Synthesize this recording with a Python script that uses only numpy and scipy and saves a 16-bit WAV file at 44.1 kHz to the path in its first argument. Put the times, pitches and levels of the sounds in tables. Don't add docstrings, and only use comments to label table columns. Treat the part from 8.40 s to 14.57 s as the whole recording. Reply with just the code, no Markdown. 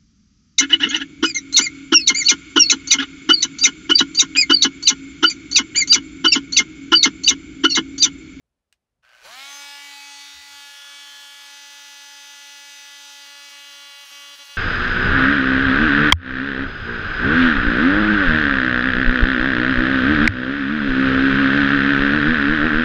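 import sys
import numpy as np
from scipy import signal
from scipy.fft import rfft, irfft, next_fast_len
from scipy.io import wavfile
from scipy.ndimage import uniform_filter1d, map_coordinates

SR = 44100
rng = np.random.default_rng(int(sys.argv[2]) if len(sys.argv) > 2 else 0)


def file_out(sig):
    cols = np.atleast_2d(sig).T
    lim = np.clip(cols, -1, 1)
    pcm = np.round(lim * 32767).astype(np.int16)
    wavfile.write(sys.argv[1], SR, pcm)


N = 272097
T = np.arange(N) / SR
MAINS_PULSE_HZ = 120
FULL_SPEED_HZ = 284


def amp(db):
    return 10 ** (np.asarray(db) / 20)


def evened(x):
    return x / np.sqrt(np.mean(x ** 2) + 1e-20)


def curves(rows, t=T):
    times, *columns = np.transpose(rows)
    return [np.interp(t, times, column) for column in columns]


def coloured(x, points):
    size = next_fast_len(len(x))
    hz, db = np.transpose(points)
    log_hz = np.log(np.fft.rfftfreq(size, 1 / SR) + 1)
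    gain = amp(np.interp(log_hz, np.log(hz + 1), db))
    return evened(irfft(rfft(x, size) * gain, size)[:len(x)])


def ring(x, hz, width_hz):
    r = np.exp(-np.pi * width_hz / SR)
    return 2 * signal.lfilter([1 - r], [1, -r * np.exp(2j * np.pi * hz / SR)], x).real


def treble(x, hz):
    return signal.sosfilt(signal.butter(3, hz, "high", fs=SR, output="sos"), x)


def add(mix, s, sound):
    part = mix[round(s * SR):][:len(sound)]
    part += sound[:len(part)]


# (frequency [Hz], relative level [dB per Hz])
AIR_COLOUR = [(100, -35), (170, -17.5), (233, -6.5), (296, -12), (343, -12.5), (679, -13), (831, -17),
              (1770, -21.5), (11500, -32), (13500, -44), (16000, -50)]
AIR_DB = -86
# (time [s], level [dB])
WIND_LEVEL = [(0.0, -79), (0.25, -87), (0.6, -83), (1.7, -88), (2.1, -79), (2.31, -91), (4.7, -89.5),
              (5.8, -83)]
# (frequency [Hz], relative level [dB per Hz])
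WIND_COLOUR = [(15, -40), (30, -9), (60, 1), (100, -6), (170, -11), (300, -35), (600, -72)]


def air():
    lumps = amp(1.8 * evened(uniform_filter1d(rng.standard_normal(N), 3000)))
    wind_db, = curves(WIND_LEVEL)
    still = amp(AIR_DB) * coloured(rng.standard_normal(N), AIR_COLOUR)
    wind = amp(wind_db) * lumps * coloured(rng.standard_normal(N), WIND_COLOUR)
    return still + wind


# (time [s], length [s], loss of stroke tone [dB], level of the jolt on biting again [dB])
BLADE_SLIPS = [(4.852, 0.021, 1, -76), (5.093, 0.022, 2, -76), (5.647, 0.069, 4, -67.5),
               (5.954, .035, 6, -76), (6.036, 0.055, 4, -75)]


def slipping(t):
    outs = []
    for s, length, _, _ in BLADE_SLIPS:
        leaves = np.tanh((t - s) / 0.0034)
        returns = np.tanh((t - s - length) / .003)
        outs.append(.5 * (leaves - returns))
    return sum(outs), sum(out * row[2] for out, row in zip(outs, BLADE_SLIPS))


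# (time [s], relative level [dB])
SWITCH_CLICKS = [(0.1845, -73), (0.3229, -35), (0.3357, -56)]
# (frequency [Hz], relative level [dB], time to fade by 60 dB [s])
SWITCH_RINGS = [(1680, -10, 0.025), (2490, -14, 0.055), (2850, -2, 0.017), (3880, -3, 0.015),
                (5701, -22, 0.035), (6240, -20, 0.018), (8100, -6, 0.018), (8969, -26, 0.034),
                (11930, -32, 0.031)]
# (time [s], level [dB], frequency [Hz], length [s])
LOW_BUMPS = [(0.81, -68, 40, 0.047), (1.241, -70, 59.6, 0.043), (1.914, -59, 68, 0.13),
             (2.06, -69, 85, 0.16)]


def knocks():
    out, t = np.zeros(N), T[:4000]
    for s, db in SWITCH_CLICKS:
        rings = sum(amp(d - 60 * t / t60) * np.sin(2 * np.pi * hz * t + rng.random() * 6)
                    for hz, d, t60 in SWITCH_RINGS)
        snap = ring(ring(rng.standard_normal(len(t)), 3400, 5600), 3000, 5000)
        snap_fade = 0.32 * amp(-60 * t / 0.0088) + 0.045 * amp(-60 * t / 0.095)
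        click = .5 * rings / abs(rings).max() + snap * snap_fade
        onset = np.clip(t / 0.00067, 0, 1)
        add(out, s + 0.0027, amp(db) * treble(click * onset, 730))
    for s, db, hz, length in LOW_BUMPS:
        u = T[:round(length * SR)]
        add(out, s, amp(db) * np.sin(2 * np.pi * hz * u) * np.sin(np.pi * u / length) ** 2)
    for s, length, _, db in BLADE_SLIPS:
        jolt = ring(ring(rng.standard_normal(len(t)), 560, 704), 560, 700) * amp(-60 * t / 0.028)
        add(out, s + length, amp(db) * evened(treble(jolt, 150)))
    return out


# (time [s], level [dB])
CHATTER_LEVEL = [(0.625, -68), (0.633, -65), (0.655, -61), (0.815, -52.5), (0.845, -49.5)]
# (frequency [Hz], relative level [dB per Hz])
RATTLE_COLOUR = [(180, -65), (300, -43), (601, -16.5), (1150, -11), (1540, -4), (1910, -13), (2110, -9),
                 (4440, -18), (4990, -16), (5790, -12), (15600, -52)]
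# (frequency [Hz], width [Hz], relative level [dB])
HOUSING_RINGS = [(610, 50, -11), (1526, 29, 3), (2490, 350, -12), (2880, 40, -7), (3900, 45, -14),
                 (4300, 120, -11)]


def chatter():
    t = T[:SR]
    pulse = MAINS_PULSE_HZ * t + 0.077
    force = amp(1.8 * rng.standard_normal(MAINS_PULSE_HZ + 2))[pulse.astype(int)]
    fade = np.exp(-(pulse % 1) / 0.36)
    kicks = (0.33 + force * fade) * rng.standard_normal(SR)
    rings = sum(amp(db) * ring(kicks, hz, width) for hz, width, db in HOUSING_RINGS)
    rattle = coloured(kicks, RATTLE_COLOUR)
    dull = ring(ring(rattle, 1600, 3800), 1600, 3400)
    bright = np.clip((t - .63) / .22, 0, 1) ** 1.7
    db, = curves(CHATTER_LEVEL, t)
    gate = np.clip((t - .625) / .004, 0, 1) * np.clip((.89 - t) / 0.024, 0, 1)
    mixed = bright * rattle + (1 - bright) * dull
    return gate * amp(db) * (0.72 * mixed + 0.63 * evened(rings))


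# (multiple of the mains pulse, relative level [dB])
PULL_SHAPE = [(1, 0), (2, -4), (3, -3), (4, -6)]


def pull():
    return evened(sum(amp(db) * np.cos(2 * np.pi * k * MAINS_PULSE_HZ * T + 0.734 * k * k)
                      for k, db in PULL_SHAPE))


def patchy(x, depth_db):
    _, t, z = signal.stft(x, SR, nperseg=1024, noverlap=768)
    field = rng.standard_normal(z.T.shape).T
    field = evened(uniform_filter1d(uniform_filter1d(field, 12, 0), 24, 1))
    gain = amp(np.interp(t, T, depth_db) * field)
    return signal.istft(z * gain, SR, nperseg=1024, noverlap=768)[1][:N]


# (time [s], pose, basic wander of the sound [dB], scaled for each partial and for the roar)
TOOL_POSE = [(.8, 0, 4), (1.36, 0, 2.8), (1.6, 1, 3.5), (2.05, 1, 2.2), (2.42, 2, 2.4), (3.05, 2, 1.5),
             (3.14, 3, 0.41), (4.8, 3, 1.8), (4.89, 3.5, 1.7), (6.17, 4, 1.4)]
# (frequency [Hz], relative level [dB per Hz])
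ROAR_FACING = [(88, -88), (150, -65), (279, -28), (339, -33), (563, -22), (768, -9), (846, -12), (932, -10),
               (1400, -14), (1840, -4), (2240, -8), (3300, -5), (15600, -21.5)]
# (frequency [Hz], relative level [dB per Hz])
ROAR_AWAY = [(88, -87), (150, -100), (279, -19.5), (454, -23), (563, -18), (753, -18.5), (846, -5),
             (988, -8), (1400, -3), (1990, -5.5), (2110, -5.5), (2510, -2.5), (6140, 0), (7460, -8),
             (15600, -15)]
# (frequency [Hz], width [Hz], relative level [dB])
FUZZY_WHINES = [(9650, 25, 5), (10230, 20, -25), (11300, 47, 4), (12400, 90, 0), (13400, 97, 2),
                (14780, 200, -3)]
WHINE_DB = -23
# (frequency [Hz], relative level [dB])
BUZZ_COLOUR = [(150, -66), (300, -42), (500, -23.5), (800, -17.5), (1100, -4), (1500, -3.5), (2500, -3),
               (2950, 5), (3400, -3.5), (4500, -2.5), (5900, -4.5), (6600, -5.5), (8000, -15), (15700, -49)]
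BUZZ_DB, BUZZ_PER_POSE_DB, BITE_OFFSET_DB = -0.7, -1.06, 0.5


def roar(turns):
    pose, wander_db = curves(TOOL_POSE)
    buzz_db = BUZZ_DB + BUZZ_PER_POSE_DB * pose + BITE_OFFSET_DB * np.clip(pose - 3, 0, 1)
    stroke_throb = 0.049 * np.cos(2 * np.pi * turns) + 0.1 * np.cos(4 * np.pi * turns)
    noise = (1 + stroke_throb + 0.025 * pull()) * rng.standard_normal(N)
    away = np.clip(pose / 2, 0, 1)
    hiss = (1 - away) * coloured(noise, ROAR_FACING) + away * coloured(noise, ROAR_AWAY)
    whine = evened(sum(amp(db) * evened(ring(noise, hz, width)) for hz, width, db in FUZZY_WHINES))
    half = np.pi * (turns % 1) + 1e-6
    comb = np.sin(61 * half) / np.sin(half) - 1
    faces = rfft(rng.standard_normal((2, 1400)) * amp(-60 * T[:1400] / 0.032), 4096)
    faces = irfft(faces / abs(faces) ** .7)
    pulled_knocks = comb * pull()
    front, side = (coloured(signal.oaconvolve(pulled_knocks, face)[:N], BUZZ_COLOUR) for face in faces)
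    buzz = np.cos(1.584 * pose) * front + np.sin(1.62 * pose) * side
    return patchy(hiss + amp(WHINE_DB) * whine + amp(buzz_db) * buzz, 0.56 + 0.67 * wander_db)


# (multiple of the stroke rate, relative level [dB])
HELD_UP_PARTIALS = [(1, -15), (2, -15), (3, -0.5), (4, -6), (5, -0.5), (6, -2), (7, -4.5), (8, 0),
                    (9, -4.5), (10, -0.5), (11, -4), (12, 2.5), (13, -3.5), (14, -4), (15, -9.5), (16, -12),
                    (17, -6), (18, -3.5), (19, -8), (20, -12.5), (21, -8.5), (22, -5), (23, -17), (24, -18),
                    (25, -12.5), (26, -15.5), (27, -17), (28, -19.5), (29, -15), (30, -17), (31, -25),
                    (32, -18.5), (33, -20.5), (34, -18.5), (35, -19), (36, -26.5)]
TURNED_PARTIALS = [(1, -14.5), (2, -23), (3, -3.5), (4, -14.5), (5, -7), (6, -6.5), (7, -0.5), (8, -4),
                   (9, -0.5), (10, -4.5), (11, -5.5), (12, -1), (13, -2), (14, -3.5), (15, -3.5), (16, -1),
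                   (17, -8.5), (18, -8.5), (19, -12), (20, -5), (21, -8), (22, -11.5), (23, -5.5),
                   (24, -16), (25, -9.5), (26, -20), (27, -11.5), (28, -21), (29, -18), (30, -18.5),
                   (31, -19), (32, -18), (33, -20.5), (34, -23), (35, -19.5), (36, -27.5)]
LINED_UP_PARTIALS = [(1, -23.5), (2, -19.5), (3, -10), (4, -14), (5, -7), (6, -0.5), (7, -9.5), (8, -7),
                     (9, -8), (10, -6), (11, -0.5), (12, 0), (13, -8.5), (14, -11), (15, -7), (16, -9.5),
                     (17, -18), (18, -18), (19, -7.5), (20, -16.5), (21, -10), (22, -16), (23, -12.5),
                     (24, -15), (25, -23.5), (26, -17.5), (27, -19.5), (28, -19), (29, -16), (30, -20),
                     (31, -22), (32, -17.5), (33, -22), (34, -24), (35, -24), (36, -30.5)]
RESTING_PARTIALS = [(1, -18), (2, -15.5), (3, -3.5), (4, -14), (5, -3.5), (6, -0.5), (7, -1.5), (8, -6.5),
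                    (9, -1.5), (10, -2), (11, 0.5), (12, -0.5), (13, -0.5), (14, -4.5), (15, -5.5),
                    (16, -7), (17, -3), (18, -6), (19, -7.5), (20, -12), (21, 0), (22, -4), (23, -8),
                    (24, -9.5), (25, -14.5), (26, -19), (27, -20.5), (28, -15), (29, -16), (30, -18),
                    (31, -23), (32, -18.5), (33, -23.5), (34, -26), (35, -21), (36, -27)]
BITING_PARTIALS = [(1, -17.5), (2, -10.5), (3, -10.5), (4, -4), (5, -6), (6, -6.5), (7, -2.5), (8, -2.5),
                   (9, -1), (10, 3.5), (11, -0.5), (12, 1), (13, -15.5), (14, -2.5), (15, -8), (16, -7),
                   (17, -6.5), (18, -15), (19, -17.5), (20, -4), (21, -9.5), (22, -11.5), (23, -22),
                   (24, -18), (25, -21.5), (26, -23), (27, -24), (28, -17.5), (29, -23.5), (30, -22),
                   (31, -17), (32, -22.5), (33, -26.5), (34, -26.5), (35, -28), (36, -30)]
# (frequency [Hz], delay [strokes])
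HOUSING_LAG = [(1000, 0.3517), (2000, 0.301), (2700, 0.047), (3700, 0.016), (4500, -0.124), (5500, 0.286),
               (10000, 0.318)]
# (time [s], half length [s], change [dB] before the tone is levelled)
LOWEST_DIPS = [(2.403, 0.091, -7), (5.57, 0.053, -20), (6.14, 0.079, -17.5)]
SMEAR_RAD, SMEAR_PER_POSE = 1, -0.073
DIP_SMEAR_RAD_PER_DB, SLIP_SMEAR_RAD = 0.14, 0.95
LOW_CUT_DB = 51
SLIP_HUM = 1.5


def strokes(hz, even, shaken):
    poses = np.array([HELD_UP_PARTIALS, TURNED_PARTIALS, LINED_UP_PARTIALS,
                      RESTING_PARTIALS, BITING_PARTIALS])[:, :, 1]
    t = T[::256]
    pose, wander_db = curves(TOOL_POSE, t)
    count = poses.shape[1]
    drift = rng.standard_normal((len(t), count))
    drift = evened(uniform_filter1d(uniform_filter1d(drift, 16, 0), 16, 0))
    scatter = rng.standard_normal(count)
    partial_hz = FULL_SPEED_HZ * np.arange(1, count + 1)
    lag = np.cumsum(np.interp(partial_hz, *np.transpose(HOUSING_LAG)))
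    speed = np.minimum(hz[::256] / FULL_SPEED_HZ, 1)
    dips_db = sum(db * np.exp(-((t - s) / half) ** 2) for s, half, db in LOWEST_DIPS)
    out, loss_db = slipping(t)
    smear = SMEAR_RAD + SMEAR_PER_POSE * pose
    smear = smear - DIP_SMEAR_RAD_PER_DB * dips_db + SLIP_SMEAR_RAD * out
    partials = []
    for k in range(count):
        turns = even if k < 3 else shaken
        place = (k + 1) * (speed if k > 2 else np.ones(len(t))) - 1
        db = map_coordinates(poses, [pose, place], order=1, mode="nearest")
        db += wander_db * drift[:, k] * min(0.4 + 0.22 * k, 1)
        if k < 2:
            db -= LOW_CUT_DB * (1 - speed) + SLIP_HUM * loss_db
        if k < 1:
            db += dips_db
        db -= 5 * k * (1 - speed)
        phase = 2 * np.pi * ((k + 1) * turns - lag[k]) + np.interp(T, t, smear * scatter[k])
        partials.append((amp(db), phase))
    total = np.sqrt(uniform_filter1d(sum(gain ** 2 / 2 for gain, _ in partials), 16))
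    return sum(np.interp(T, t, gain / total) * np.cos(phase) for gain, phase in partials)


# (time [s], stroke tone level [dB], brush and fan roar level [dB])
RUN_LEVELS = [(0.8, -50, -54), (0.84, -56, -52.5), (0.852, -48.5, -49.5), (0.992, -39.5, -46),
              (1.2, -38.5, -47.5), (1.55, -40.5, -48.5), (1.81, -40, -50), (2.04, -44, -50),
              (2.17, -41, -49), (2.38, -42.5, -49), (2.52, -40.5, -49.5), (2.94, -42.5, -49.5),
              (4.7, -42, -49.5), (5.6, -42, -49), (5.76, -41, -48), (5.94, -41, -49.5), (6.17, -42, -49.5)]
STIR_S, RUN_UP_S, RUN_UP_SHAPE = .72, .137, 1.5
IDLE_HZ, LOAD_SAG_HZ, HUNT_HZ, SLIP_SAG_HZ = 284.2, .3, .25, 2.5
SLIP_ROAR_DB = 2


def tool():
    out, loss_db = slipping(T)
    hunting = evened(uniform_filter1d(uniform_filter1d(rng.standard_normal(N), 9000), 9000))
    load = np.clip(curves(TOOL_POSE)[0] - 3, 0, 1)
    governed = IDLE_HZ - LOAD_SAG_HZ * load + HUNT_HZ * hunting - SLIP_SAG_HZ * out
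    since_stir = np.maximum(T - STIR_S, 0)
    hz = governed * (1 - np.exp(-(since_stir / RUN_UP_S) ** RUN_UP_SHAPE))
    slack = np.clip(1 - hz / FULL_SPEED_HZ, 0, .3)
    jitter_hz = 0.295 * evened(uniform_filter1d(rng.standard_normal(N), 900))
    turns = np.cumsum(hz + jitter_hz) / SR
    shaken = turns + .09 * slack * evened(ring(rng.standard_normal(N), 60, 120))
    tone_db, roar_db = curves(RUN_LEVELS)
    start = np.clip((T - .8) / 0.051, 0, 1) ** 2
    tone = amp(tone_db - loss_db) * strokes(hz, turns, shaken)
    return start * (tone + amp(roar_db + SLIP_ROAR_DB * out) * roar(turns))


def scene():
    mix = tool() + knocks() + air()
    add(mix, 0, chatter())
    return np.array([mix, mix])


EDGE_HZ = 15740


def record(dry):
    low_pass = signal.firwin(1023, EDGE_HZ, window=("kaiser", 9), fs=SR)
    return signal.oaconvolve(dry, low_pass[None], "same")


dry = scene()
out = record(dry)
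file_out(out)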